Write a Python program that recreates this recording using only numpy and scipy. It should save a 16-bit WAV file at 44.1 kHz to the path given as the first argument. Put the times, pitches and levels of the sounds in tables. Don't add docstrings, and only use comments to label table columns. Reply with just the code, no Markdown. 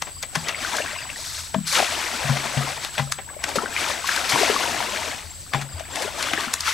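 import sys
import numpy as np
from scipy import signal
from scipy.fft import rfft, irfft, next_fast_len
from scipy.io import wavfile
from scipy.ndimage import map_coordinates

SR = 44100
rng = np.random.default_rng(int(sys.argv[2]) if len(sys.argv) > 2 else 0)


def log_audio(samples):
    frames = np.atleast_2d(samples).T
    limited = np.clip(frames, -1, 1)
    pcm = np.round(limited * 32767).astype(np.int16)
    wavfile.write(sys.argv[1], SR, pcm)


N = 296793


def amp(db):
    return 10 ** (np.asarray(db) / 20)


def unit(x):
    return x / np.sqrt(np.mean(x ** 2) + 1e-20)


def along(points, hz):
    f, v = np.transpose(points)
    return np.interp(np.log(hz + 1), np.log(f + 1), v)


def wobble(rate):
    return map_coordinates(rng.standard_normal(int(N * rate / SR) + 4), [np.arange(N) * rate / SR])


def filtered(x, response):
    m = next_fast_len(N + SR // 2)
    gain = response(np.fft.rfftfreq(m, 1 / SR))
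    return irfft(rfft(x, m) * gain, m)[..., :N]


def coloured(x, spectrum):
    size = 4096
    level_db = along(spectrum, np.fft.rfftfreq(size, 1 / SR))
    cepstrum = irfft(np.log(amp(level_db)))
    cepstrum[1:size // 2] *= 2
    cepstrum[size // 2 + 1:] = 0
    ringing = irfft(np.exp(rfft(cepstrum)))
    return signal.fftconvolve(x, ringing / np.linalg.norm(ringing))[:N]


def add(track, s, sound):
    start = max(round(s * SR), 0)
    part = track[start:start + len(sound)]
    part += sound[:len(part)]


def bubble(t, hz, cycles, rise):
    age = t * hz / cycles
    swell = 1 - np.exp(-(t * hz) ** 2)
    fade = np.exp(-np.log(1000) * age)
    return np.sin(2 * np.pi * hz * t * (1 + rise * age)) * fade * swell


def bubbles(count, low_hz, high_hz, cycles, scatter_db, size, rise=0.099):
    when, pitch, life, strength = rng.random((count, 4)).T[:, :, None]
    hz = low_hz * (high_hz / low_hz) ** pitch
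    excess = -np.log(1 - .93 * strength)
    tones = bubble(np.arange(size) / SR, hz, cycles * (.5 + life), rise)
    rings = amp(scatter_db * excess) * hz * tones
    places = (when * N).astype(int) + np.arange(size)
    return unit(np.bincount(places.ravel(), rings.ravel(), N)[:N])


def voice(cloud, spectrum, bed_db):
    bed = amp(bed_db) * rng.standard_normal(N)
    return unit(coloured(cloud + bed, spectrum))


def surge(s, rise, length, fall):
    t = np.arange(N) / SR - s
    before, after = np.maximum(-t, 0), np.maximum(t - length, 0)
    return 1e-6 ** (before / rise + after / fall)


def powers(gurgle_db, splash_db, spray_db):
    return amp(np.vstack(np.broadcast_arrays(gurgle_db, splash_db, spray_db))) ** 2


# (t/s, length/s, splash level/dB, gurgle over splash/dB, spray over splash/dB)
SLOSHES = [(.075, 0.015, -51, -3, 2), (0.358, 0.092, -42.5, -4.5, 2.5), (0.47, 0.044, -34.5, -4.5, -10),
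           (0.615, 0.087, -31.5, -9, -1.5), (0.728, 0.069, -33, -0.5, -0.5), (0.86, 0.15, -38, -22, -4.5),
           (2.952, 0.03, -40, -8, 2.5), (3.29, 0.13, -51, 1, -14), (3.468, .07, -37, -1, -1),
           (3.565, 0.068, -39, 7, 0), (5.558, .04, -41.5, 3, -2.5), (5.778, 0.1, -45.5, -3, -10),
           (5.95, 0.1, -35, 0, -0.5), (6.158, 0.08, -36, -5.5, -0.5), (6.232, 0.21, -30.5, -7, -3.5),
           (6.673, 0.023, -24.5, -17.5, -1.5)]
SLOSH_RISE_S, SLOSH_FALL_S = 0.23, 0.58
LAP_DB, LAP_FALL_S = -11.5, 3.3


def scooping():
    power = np.zeros((3, N))
    for s, length, db, gurgle_db, spray_db in SLOSHES:
        sloshing = surge(s, SLOSH_RISE_S, length, SLOSH_FALL_S)
        lapping = amp(LAP_DB) ** 2 * surge(s, SLOSH_RISE_S, length, LAP_FALL_S)
        power += powers(db + gurgle_db, db, db + spray_db) * (sloshing + lapping)
    return power


# (t/s, length/s, splash level/dB)
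POUR_STREAMS = [(1.783, 0.935, -29), (3.785, 0.12, -28.5), (4.083, 1.015, -28)]
POUR_RISE_S, POUR_FALL_S, POUR_SAG_DB_PER_S = 0.42, 0.63, 4
POUR_SPRAY_DB, POUR_GURGLE_DB = -1.5, -2.5
POOL_DB, POOL_S = 8.5, 0.19
# (t/s, rise/s, length/s, fall/s, splash level/dB, gurgle over splash/dB, spray over splash/dB)
GUSHES = [(1.749, 0.13, 0.021, 0.38, -22, -12, -2), (1.78, 0.14, 0.019, 0.22, -29, 3.5, -8),
          (2.837, 0.25, .006, 0.31, -33, -8, 0), (3.806, .15, 0.14, 0.39, -38, 3.5, 1),
          (4.321, 0.1, 0.11, 1.66, -25, -1.5, -2)]
# (t/s, rise/s, length/s, fall/s, spray level/dB)
HISSES = [(1.2, 0.54, 0.21, 0.7, -34), (1.673, 0.05, .07, 0.27, -25.5), (5.19, .5, 0.32, .5, -48)]
HISS_SPLASH_DB, HISS_GURGLE_DB = -10, -26


def pouring():
    power = np.zeros((3, N))
    for s, length, db in POUR_STREAMS:
        age = np.maximum(np.arange(N) / SR - s, 0)
        flow_db = db - POUR_SAG_DB_PER_S * age
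        gurgle_db = flow_db + POUR_GURGLE_DB - POOL_DB * np.exp(-age / POOL_S)
        flow = surge(s, POUR_RISE_S, length, POUR_FALL_S)
        power += powers(gurgle_db, flow_db, flow_db + POUR_SPRAY_DB) * flow
    for s, rise, length, fall, db, gurgle_db, spray_db in GUSHES:
        power += powers(db + gurgle_db, db, db + spray_db) * surge(s, rise, length, fall)
    for s, rise, length, fall, db in HISSES:
        power += powers(db + HISS_GURGLE_DB, db + HISS_SPLASH_DB, db) * surge(s, rise, length, fall)
    return power


# (f/Hz, relative level/dB)
GURGLE = [(70, -32), (140, -2.5), (300, -8), (680, 4.5), (850, 1.5), (1100, -2), (2000, -83.5)]
SPLASH = [(400, -61.5), (750, -5.5), (950, -1.5), (1500, 1.5), (2500, 0), (3700, -5.5), (4600, -22),
          (8000, -73)]
SPRAY = [(2000, -44.5), (3400, -3), (4200, 1), (6000, -1), (10000, -9.5), (13000, -15.5), (15800, -29.5)]
# (f/Hz, relative level/dB)
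SLOSH = [(450, -41), (950, -8), (1550, -4.5), (2300, -4.5), (3700, -7.5), (6500, -46)]
DIP_SLOSH, POUR_SLOSH = 0.96, 0.31
STREAM_LUMPS_DB, SLOSH_LUMPS_DB = .85, 1.8


def water(scooped, poured):
    power = scooped + poured + 1e-12
    gurgle_db, splash_db, spray_db = 10 * np.log10(power)
    dip = np.clip((DIP_SLOSH * scooped[1] + POUR_SLOSH * poured[1]) / power[1], 0, 1)
    lump_size = np.interp(dip, [POUR_SLOSH, DIP_SLOSH], [STREAM_LUMPS_DB, SLOSH_LUMPS_DB])
    lumps = lump_size * wobble(35) + 0.42 * wobble(220)
    large = bubbles(count=2400, low_hz=193.9, high_hz=1123, cycles=38.0, scatter_db=3.5, size=2000)
    gurgle = voice(large, GURGLE, bed_db=5.0)
    small = bubbles(count=6000, low_hz=750, high_hz=4500, cycles=24, scatter_db=4, size=800)
    stream = voice(small, SPLASH, bed_db=2.5)
    droplets = bubbles(count=9000, low_hz=3260, high_hz=14340, cycles=24, scatter_db=4.5, size=200)
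    spray = voice(droplets, SPRAY, bed_db=6.5)
    trapped = bubbles(count=2600, low_hz=746, high_hz=3804, cycles=54, scatter_db=-1.0, size=1600)
    slosh = voice(trapped, SLOSH, bed_db=8.0)
    blips = bubbles(count=120, low_hz=850, high_hz=2800, cycles=55, scatter_db=2.5, size=3000)
    splash = unit(np.sqrt(dip) * slosh + np.sqrt(1 - dip) * stream + (.2 + .2 * dip) * blips)
    deep = filtered(gurgle, lambda hz: 1 / (1 + (hz / 450) ** 6))
    gurgle = gurgle + np.interp(gurgle_db, [-46, -28], [-.35, .3]) * deep
    out = amp(gurgle_db + lumps - 1.5) * gurgle
    out += amp(splash_db + lumps + 0.64) * splash
    out += amp(spray_db + lumps - 0.8) * spray
    return out


# (f/Hz, relative level/dB)
CHURN = [(130, -29.5), (200, -5), (290, 1.5), (400, -2), (500, -21.5)]
CHURN_DB = -13


def churn(power):
    cloud = bubbles(count=900, low_hz=180, high_hz=430, cycles=17, scatter_db=3, size=3000)
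    return amp(CHURN_DB) * np.sqrt(power[0]) * voice(cloud, CHURN, bed_db=-9)


DRIP_DB, DRIP_FOLLOWS = -31, 0.38


def drips(scooped):
    cloud = bubbles(count=330, low_hz=520, high_hz=2200, cycles=36, scatter_db=3, size=3000, rise=.2)
    even = unit(filtered(cloud, lambda hz: 1 / np.hypot(1, hz / 700)))
    return amp(DRIP_DB) * scooped[1] ** (DRIP_FOLLOWS / 2) * even


# (t/s, time to fade 60 dB/s, splash level/dB, brightness/dB)
SLAPS = [(0.0218, 0.019, -16.5, -1.5), (0.069, 0.15, -37, -14), (0.227, 0.026, -30, 10),
         (0.233, 0.056, -28.5, -9), (0.354, 0.021, -16, -2.5), (0.3583, 0.04, -20.5, -3.5),
         (0.486, 0.0051, -17.5, 4.5), (0.491, 0.04, -20.5, -4), (0.768, 0.02, -27, 10.5),
         (1.544, 0.03, -21.5, -13), (1.726, 0.11, -27.5, 8), (2.37, 0.027, -19, -9),
         (2.454, 0.063, -27.5, -15.5), (2.571, 0.083, -29, -16), (2.848, .012, -20, 0.5),
         (2.98, 0.075, -19, -8.5), (2.996, 0.035, -23.5, -9), (3.122, 0.015, -17, 6),
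         (3.185, 0.079, -31.5, -11), (3.4399, 0.025, -14.5, -3), (3.49, 0.014, -28.5, 6),
         (3.557, 0.085, -25.5, 4.5), (4.073, 0.044, -31.5, 12), (4.162, 0.035, -19.5, 0.5),
         (4.292, 0.18, -28, 9.5), (4.498, .03, -24, -14), (5.5353, 0.037, -18, -8.5),
         (5.546, 0.11, -25.5, -7), (5.613, 0.08, -28.5, -1), (5.796, 0.083, -33, 0), (5.958, 0.013, -22, 5),
         (6.021, 0.056, -27, 5), (6.2265, 0.019, -24, 9), (6.334, 0.031, -16.5, -5),
         (6.407, 0.025, -24, -1), (6.5391, 0.0096, -12.5, 6.5), (6.607, 0.014, -27, 14.5)]
SLAP_GURGLE_DB, SLAP_SPRAY_DB = -13, -2.5


def slaps():
    lead = .012
    t = np.arange(SR // 8) / SR - lead
    build = amp(-9) * np.exp(np.minimum(t, 0) / 0.0033)
    out = np.zeros(N)
    for band, spectrum in enumerate([GURGLE, SPLASH, SPRAY]):
        force = np.zeros(N)
        for s, t60, db, bright_db in SLAPS:
            levels = db + SLAP_GURGLE_DB - bright_db, db, db + SLAP_SPRAY_DB + bright_db
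            fade = np.exp(-np.log(1000) * t / t60)
            add(force, s - lead, amp(levels[band]) * np.where(t < 0, build, fade))
        crackle = unit(np.sign(rng.standard_normal(N)) * amp(2.3 * wobble(2500)))
        out += coloured(force * crackle, spectrum)
    return out


# (t/s, level before a 3 dB lift/dB, starting f/Hz)
PLOPS = [(0.546, -17, 2120), (0.648, -14, 1470), (.742, -18, 1310), (.784, -15, 1550), (.802, -17, 570),
         (.821, -16, 2680), (.861, -20.5, 1560), (.961, -23, 1000), (1.053, -26, 980), (1.101, -19, 2600),
         (1.16, -25, 1850), (1.8, -6.5, 704), (1.826, -9, 694), (3.188, -22.5, 770), (3.289, -28, 1580),
         (3.365, -25, 576), (3.556, -11.5, 516), (3.565, -19, 400), (3.572, -16, 200), (3.585, -9, 1300),
         (3.631, -17.5, 425), (3.659, -15, 1500), (3.764, -12, 2330), (4.043, -16, 1060),
         (4.091, -8.5, 1590), (4.175, -11, 1480), (4.33, -18, 125), (4.358, -7, 950), (4.41, -11, 398),
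         (4.431, -10, 650), (4.497, -10, 426), (4.499, -20, 252), (4.562, -10, 1096), (4.803, -14.5, 890),
         (5.806, -22.5, 636), (5.973, -19, 795), (6.046, -21, 410), (6.022, -21, 586), (6.076, -20, 593),
         (6.246, -23.5, 570), (6.286, -20, 1420), (6.315, -22, 730), (6.335, -16, 295), (6.38, -23, 420),
         (6.47, -22.5, 235), (6.376, -14.5, 1720), (6.481, -19, 1340), (6.665, -17, 1390)]


def plops():
    out, t = np.zeros(N), np.arange(SR // 8) / SR
    for s, db, hz in PLOPS:
        add(out, s, amp(db + 3.0) * bubble(t, hz, cycles=0.65 * np.sqrt(hz), rise=0.07))
    return out


def ring(modes, fill, attack):
    t = np.arange(SR // 2) / SR
    contrast = 1 - 0.4 * fill
    damping = 1 + 0.25 * fill
    tones = np.zeros(len(t))
    for empty_hz, full_hz, db, t60 in modes:
        hz = empty_hz + fill * (full_hz - empty_hz)
        tones += amp(contrast * db - 60 * t * damping / t60) * np.sin(2 * np.pi * hz * t)
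    return tones * (1 - np.exp(-t / attack))


# (t/s, boom level/dB, wall level/dB, fill from 0 to 1)
KNOCKS = [(.367, -22.5, -43, 0.37), (1.545, -31, -4.5, 1), (1.5605, -15.5, -53, 0.98),
          (2.245, -23, -34, 0.03), (2.294, -12.5, -15, 0.01), (2.569, -14.5, -31, 0.02),
          (2.995, -17.5, -9, 0.05), (5.545, -19.5, -7, 0.05), (5.616, -29, -42, 0)]
# (empty f/Hz, full f/Hz, level when empty/dB, time to fade 60 dB when empty/s)
BOOMS = [(135, 199, 0, .23), (137, 162, -17, .6), (229, 237, -10, .22)]
# (empty f/Hz, full f/Hz, level when empty/dB, time to fade 60 dB when empty/s)
WALL = [(810, 650, -17, 0.19), (1010, 910, 3.5, 0.02), (2110, 1180, -15, 0.025)]
# (t/s, level/dB, f/Hz)
STEPS = [(5.241, -29, 81), (5.734, -20, 84)]
FLUTTER_DB = 1.2


def thuds():
    out, t = np.zeros(N), np.arange(SR // 2) / SR
    for s, boom_db, wall_db, fill in KNOCKS:
        boom = amp(boom_db) * ring(BOOMS, fill, attack=0.0034)
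        wall = amp(wall_db - 420 * fill * t) * ring(WALL, fill, attack=0.0025)
        add(out, s, boom + wall)
    for s, db, hz in STEPS:
        add(out, s, amp(db) * bubble(t, hz, cycles=14.3, rise=0))
    return out * amp(FLUTTER_DB * wobble(170))


def banks(x, t60):
    t = np.arange(SR // 4) / SR
    tail = rng.standard_normal(len(t)) * amp(-60 * t / t60)
    return signal.fftconvolve(x, tail / np.linalg.norm(tail))[:N]


# (f/Hz, pulses a second, average level before the swell/dB)
SINGERS = [(7870, 22, -46.5), (7500, 6, -54.5)]
# (t/s, level/dB)
SINGER_SWELL = [(4.5, -1), (5.2, 5), (5.9, 6), (6.4, -1)]
SINGER_PULSE_S, SINGER_SAG_HZ = 0.028, 110


def singers():
    out = np.zeros(N)
    u = np.linspace(0, 1, int(SINGER_PULSE_S * SR))
    for hz, rate, db in SINGERS:
        track = np.zeros(N)
        pitch = hz + SINGER_SAG_HZ * (1 / 3 - u ** 2)
        pulse = np.sin(np.pi * u) * np.sin(2 * np.pi * np.cumsum(pitch) / SR)
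        for k, (late, strength) in enumerate(rng.random((100, 2))):
            add(track, (k + .8 * late) / rate, amp(7 * strength) * pulse)
        out += amp(db) * unit(track)
    return out * amp(np.interp(np.arange(N) / SR, *np.transpose(SINGER_SWELL)))


# (t/s, length/s, note level before the flutter/dB)
PHRASES = [(0.14, .06, -40), (0.384, .02, -35), (0.56, .06, -35), (0.975, .06, -34), (5.348, .02, -43),
           (5.515, .06, -39), (5.688, .1, -39.5), (5.898, .02, -43)]
# (t/s, length/s)
BOUTS = [(0.051, 0.94), (5.241, .7)]
NOTE_S, NOTE_GAP_S = 0.0236, .039
NOTE_HZ, NOTE_FALL_HZ = 5060, 680
TWITTER_DB, TWITTER_HZ = -48, 4820


def bird():
    out, u = np.zeros(N), np.linspace(0, 1, int(NOTE_S * SR))
    notes = []
    for s, length, db in PHRASES:
        notes += [(s + delay, db, NOTE_HZ) for delay in np.arange(0, length, NOTE_GAP_S)]
    for s, length in BOUTS:
        notes += [(s + length * place, TWITTER_DB, TWITTER_HZ) for place in rng.random(size=18)]
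    for s, db, top_hz in notes:
        hz = top_hz - NOTE_FALL_HZ * u ** 1.38 + 45 * rng.standard_normal()
        add(out, s, amp(db) * np.sin(np.pi * u ** 0.75) * np.sin(2 * np.pi * np.cumsum(hz) / SR))
    flutter = amp(1.4 * wobble(450) - 1)
    return out * flutter + amp(-5) * banks(out, t60=0.092)


# (f/Hz, relative level/dB)
SHRILL = [(6900, -48), (7380, -6), (7650, 0.5), (7930, 3.5), (8100, 0), (8330, -4), (8900, -46)]


def insects():
    noise = filtered(rng.standard_normal(N), lambda hz: amp(along(SHRILL, hz)))
    return amp(-45.5) * unit(noise * amp(1.8 * wobble(70)))


# (f/Hz, relative level/dB)
RUMBLE = [(40, -7), (62, 1.5), (72, -3), (82, 9), (95, -4.5), (130, -3), (170, -10), (300, -15),
          (700, -28.5), (3000, -19.5), (12000, -25.5)]


def rumble():
    return amp(-45.0) * unit(filtered(rng.standard_normal(N), lambda hz: amp(along(RUMBLE, hz))))


# (f/Hz, left over right level/dB)
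LEAN = [(60, 4.5), (200, 8.5), (700, 12), (1290, 7), (3000, 5), (8100, 3.5), (13000, -1.5)]
# (f/Hz, side over middle level/dB)
WIDTH = [(200, -17), (650, -23), (1300, -15), (6000, -13), (10000, -7.5), (15000, 1)]
DIP_CHURN_DB = 2


def scene():
    blows = slaps() + plops()
    scooped, poured = scooping(), pouring()
    churning = churn(amp(DIP_CHURN_DB) ** 2 * scooped + poured)
    near = water(scooped, poured) + churning + drips(scooped) + thuds() + blows
    far = insects() + singers() + bird() + rumble()
    mid = near + amp(-9) * banks(blows, t60=0.17) + far
    scatter = filtered(water(scooped, poured) + slaps(), lambda hz: amp(along(WIDTH, hz)))
    side = scatter + amp(-1.5) * insects() + amp(-1.0) * singers() + amp(-4.0) * rumble()

    def right_share(hz):
        return 2 / (1 + amp(along(LEAN, hz)))

    left = filtered(mid, lambda hz: 2 - right_share(hz)) + side
    right = filtered(mid, right_share) - side
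    return np.array([left, right])


TOP_HZ = 15800


def record(dry):
    return filtered(dry, lambda hz: hz < TOP_HZ)


dry = scene()
out = record(dry)
log_audio(out)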